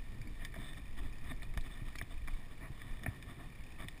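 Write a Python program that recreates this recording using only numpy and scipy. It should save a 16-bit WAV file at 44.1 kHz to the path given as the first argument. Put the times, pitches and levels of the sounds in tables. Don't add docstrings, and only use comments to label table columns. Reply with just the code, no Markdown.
import sys
import numpy as np
from scipy.fft import rfft, irfft, next_fast_len
from scipy.io import wavfile
from scipy.ndimage import map_coordinates

SR = 44100
rng = np.random.default_rng(int(sys.argv[2]) if len(sys.argv) > 2 else 0)


def generate_wav(signal):
    frames = np.transpose(np.atleast_2d(signal))
    scaled = np.clip(frames, -1, 1) * 32767
    pcm = np.round(scaled).astype(np.int16)
    wavfile.write(sys.argv[1], SR, pcm)


N = 176400


def amp(db):
    return 10 ** (np.asarray(db) / 20)


def unit(x):
    return x / np.sqrt(np.mean(x ** 2) + 1e-20)


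def curve(rows):
    return np.interp(np.arange(N) / SR, *np.transpose(rows))


def wobble(rate):
    return map_coordinates(rng.standard_normal(int(N * rate / SR) + 4), [np.arange(N) * rate / SR])


def swell(middle, length):
    return np.exp(-abs(2 * (np.arange(N) / SR - middle) / length) ** 3)


def filtered(x, response):
    n = x.shape[-1]
    padded = next_fast_len(n + n // 4)
    return irfft(rfft(x, padded) * response(np.fft.rfftfreq(padded, 1 / SR)), padded)[..., :n]


def noise(spectrum):
    hz, db = np.transpose(spectrum)
    white = rng.standard_normal(N)
    return unit(filtered(white, lambda f: amp(np.interp(np.log(f + 1), np.log(hz), db))))


def resonate(x, modes, steepness=1.67):
    def response(f):
        total = sum((-1) ** k * amp(db) * (1j * f * width / (hz * hz - f * f + 1j * f * width))
                    ** steepness for k, (hz, width, db) in enumerate(modes))
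        return total / np.sqrt(np.mean(abs(total) ** 2))
    return filtered(x, response)


def add(track, start, sound):
    part = track[max(round(start * SR), 0):][:len(sound)]
    part += sound[:len(part)]


def ring_down(t, t60, rise_s):
    return np.exp(-np.log(1000) * t / t60) * (1 - np.exp(-t / rise_s))


def contact(modes, fall_s, tilt=0, pitch=1):
    t = np.arange(SR // 16) / SR
    snap = 0.73 * (t == 0)
    chatter = 0.15 * np.exp(-t / 0.015)
    crunch = (np.exp(-t / fall_s) + chatter) * rng.standard_normal(len(t))
    force = filtered(snap + crunch / np.linalg.norm(crunch), lambda f: (1j * f / (4990 + 1j * f)) ** tilt)
    ring = resonate(force, [(pitch * hz, width, db) for hz, width, db in modes])
    return ring / np.linalg.norm(ring) * np.sqrt(0.006 * SR)


def hiss():
    spectrum = [(30, -48), (100, -4.5), (600, -1), (1200, -19.5), (2600, -20.5), (3700, -6), (5000, -8)]
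    return amp(-77.5) * noise(spectrum)


# frequency in Hz, relative density in dB.
AIR_SPECTRUM = [(200, -17.5), (450, -2.5), (700, -4), (1100, -4), (1500, -11.5), (2200, -8), (3000, -11.5),
                (4200, -14.5), (5400, -15.5), (6000, -15)]

def air():
    return amp(-63.5 + 0.96 * wobble(18)) * noise(AIR_SPECTRUM)


# time in seconds, relative level in dB.
SHAKE_LEVELS = [(0, -45), (.85, -50), (1.03, -38.5), (1.15, -46), (1.58, -40), (1.75, -47.5), (2.35, -43.5),
                (2.5, -51.5), (2.97, -44), (3.15, -54.5), (3.6, -52), (4, -49)]
ROLL_LEVELS = [(0, -59), (.26, -48), (.36, -56), (.52, -52.5), (.62, -53), (.92, -55.5), (1.03, -49.5),
               (1.15, -54), (1.28, -52), (1.7, -54), (2.1, -56.5), (2.9, -55.5), (3.07, -53), (3.22, -54),
               (3.42, -53.5), (3.65, -58), (3.84, -54), (3.95, -56.5)]
# frequency in Hz, relative density in dB.
SHAKE_SPECTRUM = [(5, -15), (13, -1.5), (25, -1), (40, -13.5), (60, -13), (100, -28), (250, -71),
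                  (600, -120)]
ROLL_SPECTRUM = [(30, -3.5), (70, -4.5), (110, 0.5), (200, -9.5), (270, -10), (400, -19), (1500, -63)]

def rumble():
    shake = amp(3.5 + curve(SHAKE_LEVELS)) * noise(SHAKE_SPECTRUM)
    roll = amp(0.5 + curve(ROLL_LEVELS) + 1.2 * wobble(25.95)) * noise(ROLL_SPECTRUM)
    return shake + roll


# start in seconds, level in dB.
METAL_PINGS = [(1.43, -57.5), (1.61, -57), (1.958, -54)]

def pings(ring_hz=3940, width_hz=1400):
    out = np.zeros(N)
    for start, db in METAL_PINGS:
        add(out, start, amp(db) * contact([(ring_hz, width_hz, 0)], fall_s=0.0065))
    return out


# frequency in Hz, level in dB, 60 dB decay time in seconds.
CLINK_MODES = [(1750, -43, 0.027), (2320, -40.5, 0.086), (3200, -41, 0.024), (4500, -44, .025),
               (5362, -41.5, 0.03)]

def clink(start=1.9848):
    out, t = np.zeros(N), np.arange(SR // 10) / SR
    for hz, db, t60 in CLINK_MODES:
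        phase_drift = 0.097 * np.cumsum(rng.standard_normal(len(t)))
        tone = np.sin(2 * np.pi * hz * t + phase_drift)
        add(out, start, amp(db) * tone * ring_down(t, t60, rise_s=0.0012))
    return out


# middle in seconds, length in seconds, level in dB.
CHAIN_RASPS = [(.655, 0.12, -60), (1.3, .034, -55), (1.73, 0.12, -68)]

def chain(ring_hz=3560, width_hz=200):
    power = sum(amp(db) ** 2 * swell(middle, length) for middle, length, db in CHAIN_RASPS)
    links = unit(np.exp(0.28 * wobble(300))) * rng.standard_normal(N)
    return resonate(np.sqrt(power) * links, [(ring_hz, width_hz, 0)])


# frequency in Hz, width in Hz, relative gain in dB.
PAWL_MODES = [(1750, 370, -11.5), (2377, 147, 7.5), (3090, 220, -13.5), (4730, 270, -11.5),
              (5300, 370, -16)]
# time in seconds, level in dB.
CLEAR_TICKS = [(.2154, -51.5), (0.2726, -52.5), (1.1262, -55), (2.1784, -56.5), (2.3356, -54),
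               (3.9769, -58.5)]
FAINT_TICK_LEVELS = [(.5, -63), (1, -60), (2.1, -63), (3.2, -66), (3.55, -60)]

def freewheel(ticks_per_s=33, spread_db=1.8):
    jitter, loudness, detunes = rng.standard_normal((200, 3)).T
    times = (np.arange(len(jitter)) + 0.24 * jitter) / ticks_per_s
    levels = np.interp(times, *np.transpose(FAINT_TICK_LEVELS)) + spread_db * loudness
    clear_times = np.array(CLEAR_TICKS)[:, 0]
    faint_ticks = [(start, db) for start, db in zip(times, levels)
                   if abs(start - clear_times).min() > 0.5 / ticks_per_s and start < N / SR]
    out = np.zeros(N)
    for (start, db), detune in zip(CLEAR_TICKS + faint_ticks, detunes):
        add(out, start, amp(db) * contact(PAWL_MODES, fall_s=0.0035, pitch=1 + 0.026 * detune))
    return out


# frequency in Hz, width in Hz, relative gain in dB.
BOARD_MODES = [(137, 75, 0.17), (273.7, 120, -1.2)]
CASE_LOW = [(688, 152, 2.5), (896, 180, -8.5), (1144, 300, 2.5)]
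CASE_MID = [(1825, 200, 3), (2333, 333, -4.5)]
CASE_HIGH = [(2955, 240, -1.5), (3564, 330, 4), (4520, 78, -14.5), (4990, 780, -9)]
# middle in seconds, length in seconds, relative level in dB,
# offsets of the low and high groups in dB.
SCUFF_STROKES = [(0.432, 0.07, -56, -7.5, -10), (0.562, 0.015, -50.5, -4, -11),
                 (0.649, 0.12, -55.5, -3, -7), (0.779, 0.027, -56.5, 0, -3), (0.987, 0.032, -56, 0, -2.5),
                 (1.048, 0.07, -62.5, 1.5, -3), (1.28, 0.084, -57, -2, -9), (1.309, 0.019, -48.5, -5, -14),
                 (1.433, 0.016, -57.5, -1, -3), (1.659, 0.029, -55, -1.5, -7),
                 (1.742, 0.12, -59.5, -2, -7.5), (1.886, 0.05, -60, -1, -3), (2.119, 0.029, -63, 4, 1),
                 (2.333, 0.088, -65.5, 0.5, -2), (2.519, 0.021, -65.5, 9, 3),
                 (2.644, 0.057, -54.5, -1, -26), (2.884, 0.21, -61, -0.5, -5), (3.079, 0.13, -62, 2, -6.5),
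                 (3.305, 0.061, -58.5, 1, -7), (3.42, 0.073, -63.5, 5.5, -6.5),
                 (3.817, 0.049, -53, 0, -7.5)]

def scuffs():
    rub_db = -65.5 + np.array([-7.5, 0, -6.5])
    trim_db = np.array([-3, -1, 0])
    power = np.outer(amp(rub_db), amp(0.5 * wobble(6.8))) ** 2
    for middle, length, db, low_db, high_db in SCUFF_STROKES:
        group_db = db + trim_db + np.array([low_db, 0, high_db])
        power += np.outer(amp(group_db) ** 2, swell(middle, length))
    envelopes = np.sqrt(power)
    grain = unit(np.exp(0.28 * wobble(500)))
    boom = amp(3) * resonate(envelopes[0] * rng.standard_normal(N), BOARD_MODES)
    case = sum(resonate(envelope * grain * rng.standard_normal(N), modes)
               for envelope, modes in zip(envelopes, (CASE_LOW, CASE_MID, CASE_HIGH)))
    return boom + case


# start in seconds, level of the case's middle group in dB,
# offsets of its low and high groups in dB.
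KNOCK_HITS = [(0.4493, -43, -17, -3), (0.5407, -48, -8, -15), (.732, -53.5, -11, -2.5),
              (1.4212, -49, -11, -20), (1.539, -53, -9, -11), (1.5745, -42.5, -3.5, -6),
              (1.954, -46.5, -6, -22), (2.0132, -40, -8.5, -25), (2.023, -61.5, -13, 8),
              (2.2753, -48.5, -7, -13), (2.282, -45.5, -3, -12.5), (2.8172, -49.5, -13, -7),
              (3.0346, -50.5, -10, -3), (3.0615, -36, -5.5, -27), (3.2254, -51.5, -25, -5),
              (3.8842, -45.5, -16, -1)]

def knocks():
    out = np.zeros(N)
    for start, db, low_db, high_db in KNOCK_HITS:
        for modes, offset_db in (BOARD_MODES, low_db - 3), (CASE_LOW, low_db), (CASE_MID, 0):
            add(out, start, amp(db + offset_db) * contact(modes, fall_s=0.0025))
        add(out, start, amp(db + high_db) * contact(CASE_HIGH, fall_s=0.0019, tilt=3.25))
    return out


# start in seconds, level in dB, frequency in Hz, 60 dB decay time in seconds.
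WHEEL_THUMPS = [(0.585, -31, 111, 0.059), (0.562, -37.5, 658, 0.036), (1.316, -31.5, 241, 0.052),
                (1.57, -17, 51.6, 0.037), (1.817, -29, 111, 0.058), (2.024, -31, 107, 0.056),
                (2.70, -32.5, 117.6, 0.066), (3.041, -29, 101, 0.037), (3.062, -39, 236, .07),
                (3.081, -22.5, 101.5, 0.059), (3.597, -30.5, 43.8, 0.072), (3.846, -32.5, 156, 0.032)]

def thumps(overtone_ratio=2.6, overtone_db=-14.5):
    out, t = np.zeros(N), np.arange(SR // 5) / SR
    for start, db, hz, t60 in WHEEL_THUMPS:
        phase = 2 * np.pi * hz * t
        swing = np.sin(phase) + amp(overtone_db) * np.sin(overtone_ratio * phase)
        add(out, start, amp(db) * swing * ring_down(t, t60, rise_s=0.003))
    return out


def scene():
    mid = air() + rumble() + thumps() + knocks() + scuffs() + chain() + freewheel() + pings() + clink()
    side = hiss()
    return np.array([mid + side, mid - side])


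def record(dry, band_hz=5700, hold_hz=12000, top_hz=15500):
    band = filtered(dry, lambda f: 1 / np.sqrt(1 + (f / band_hz) ** 80))
    mirrored = band * (1 + 2 * np.cos(2 * np.pi * hold_hz * np.arange(N) / SR))
    return filtered(mirrored, lambda f: np.sinc(f / hold_hz) * (f < top_hz))


dry = scene()
out = record(dry)
generate_wav(out)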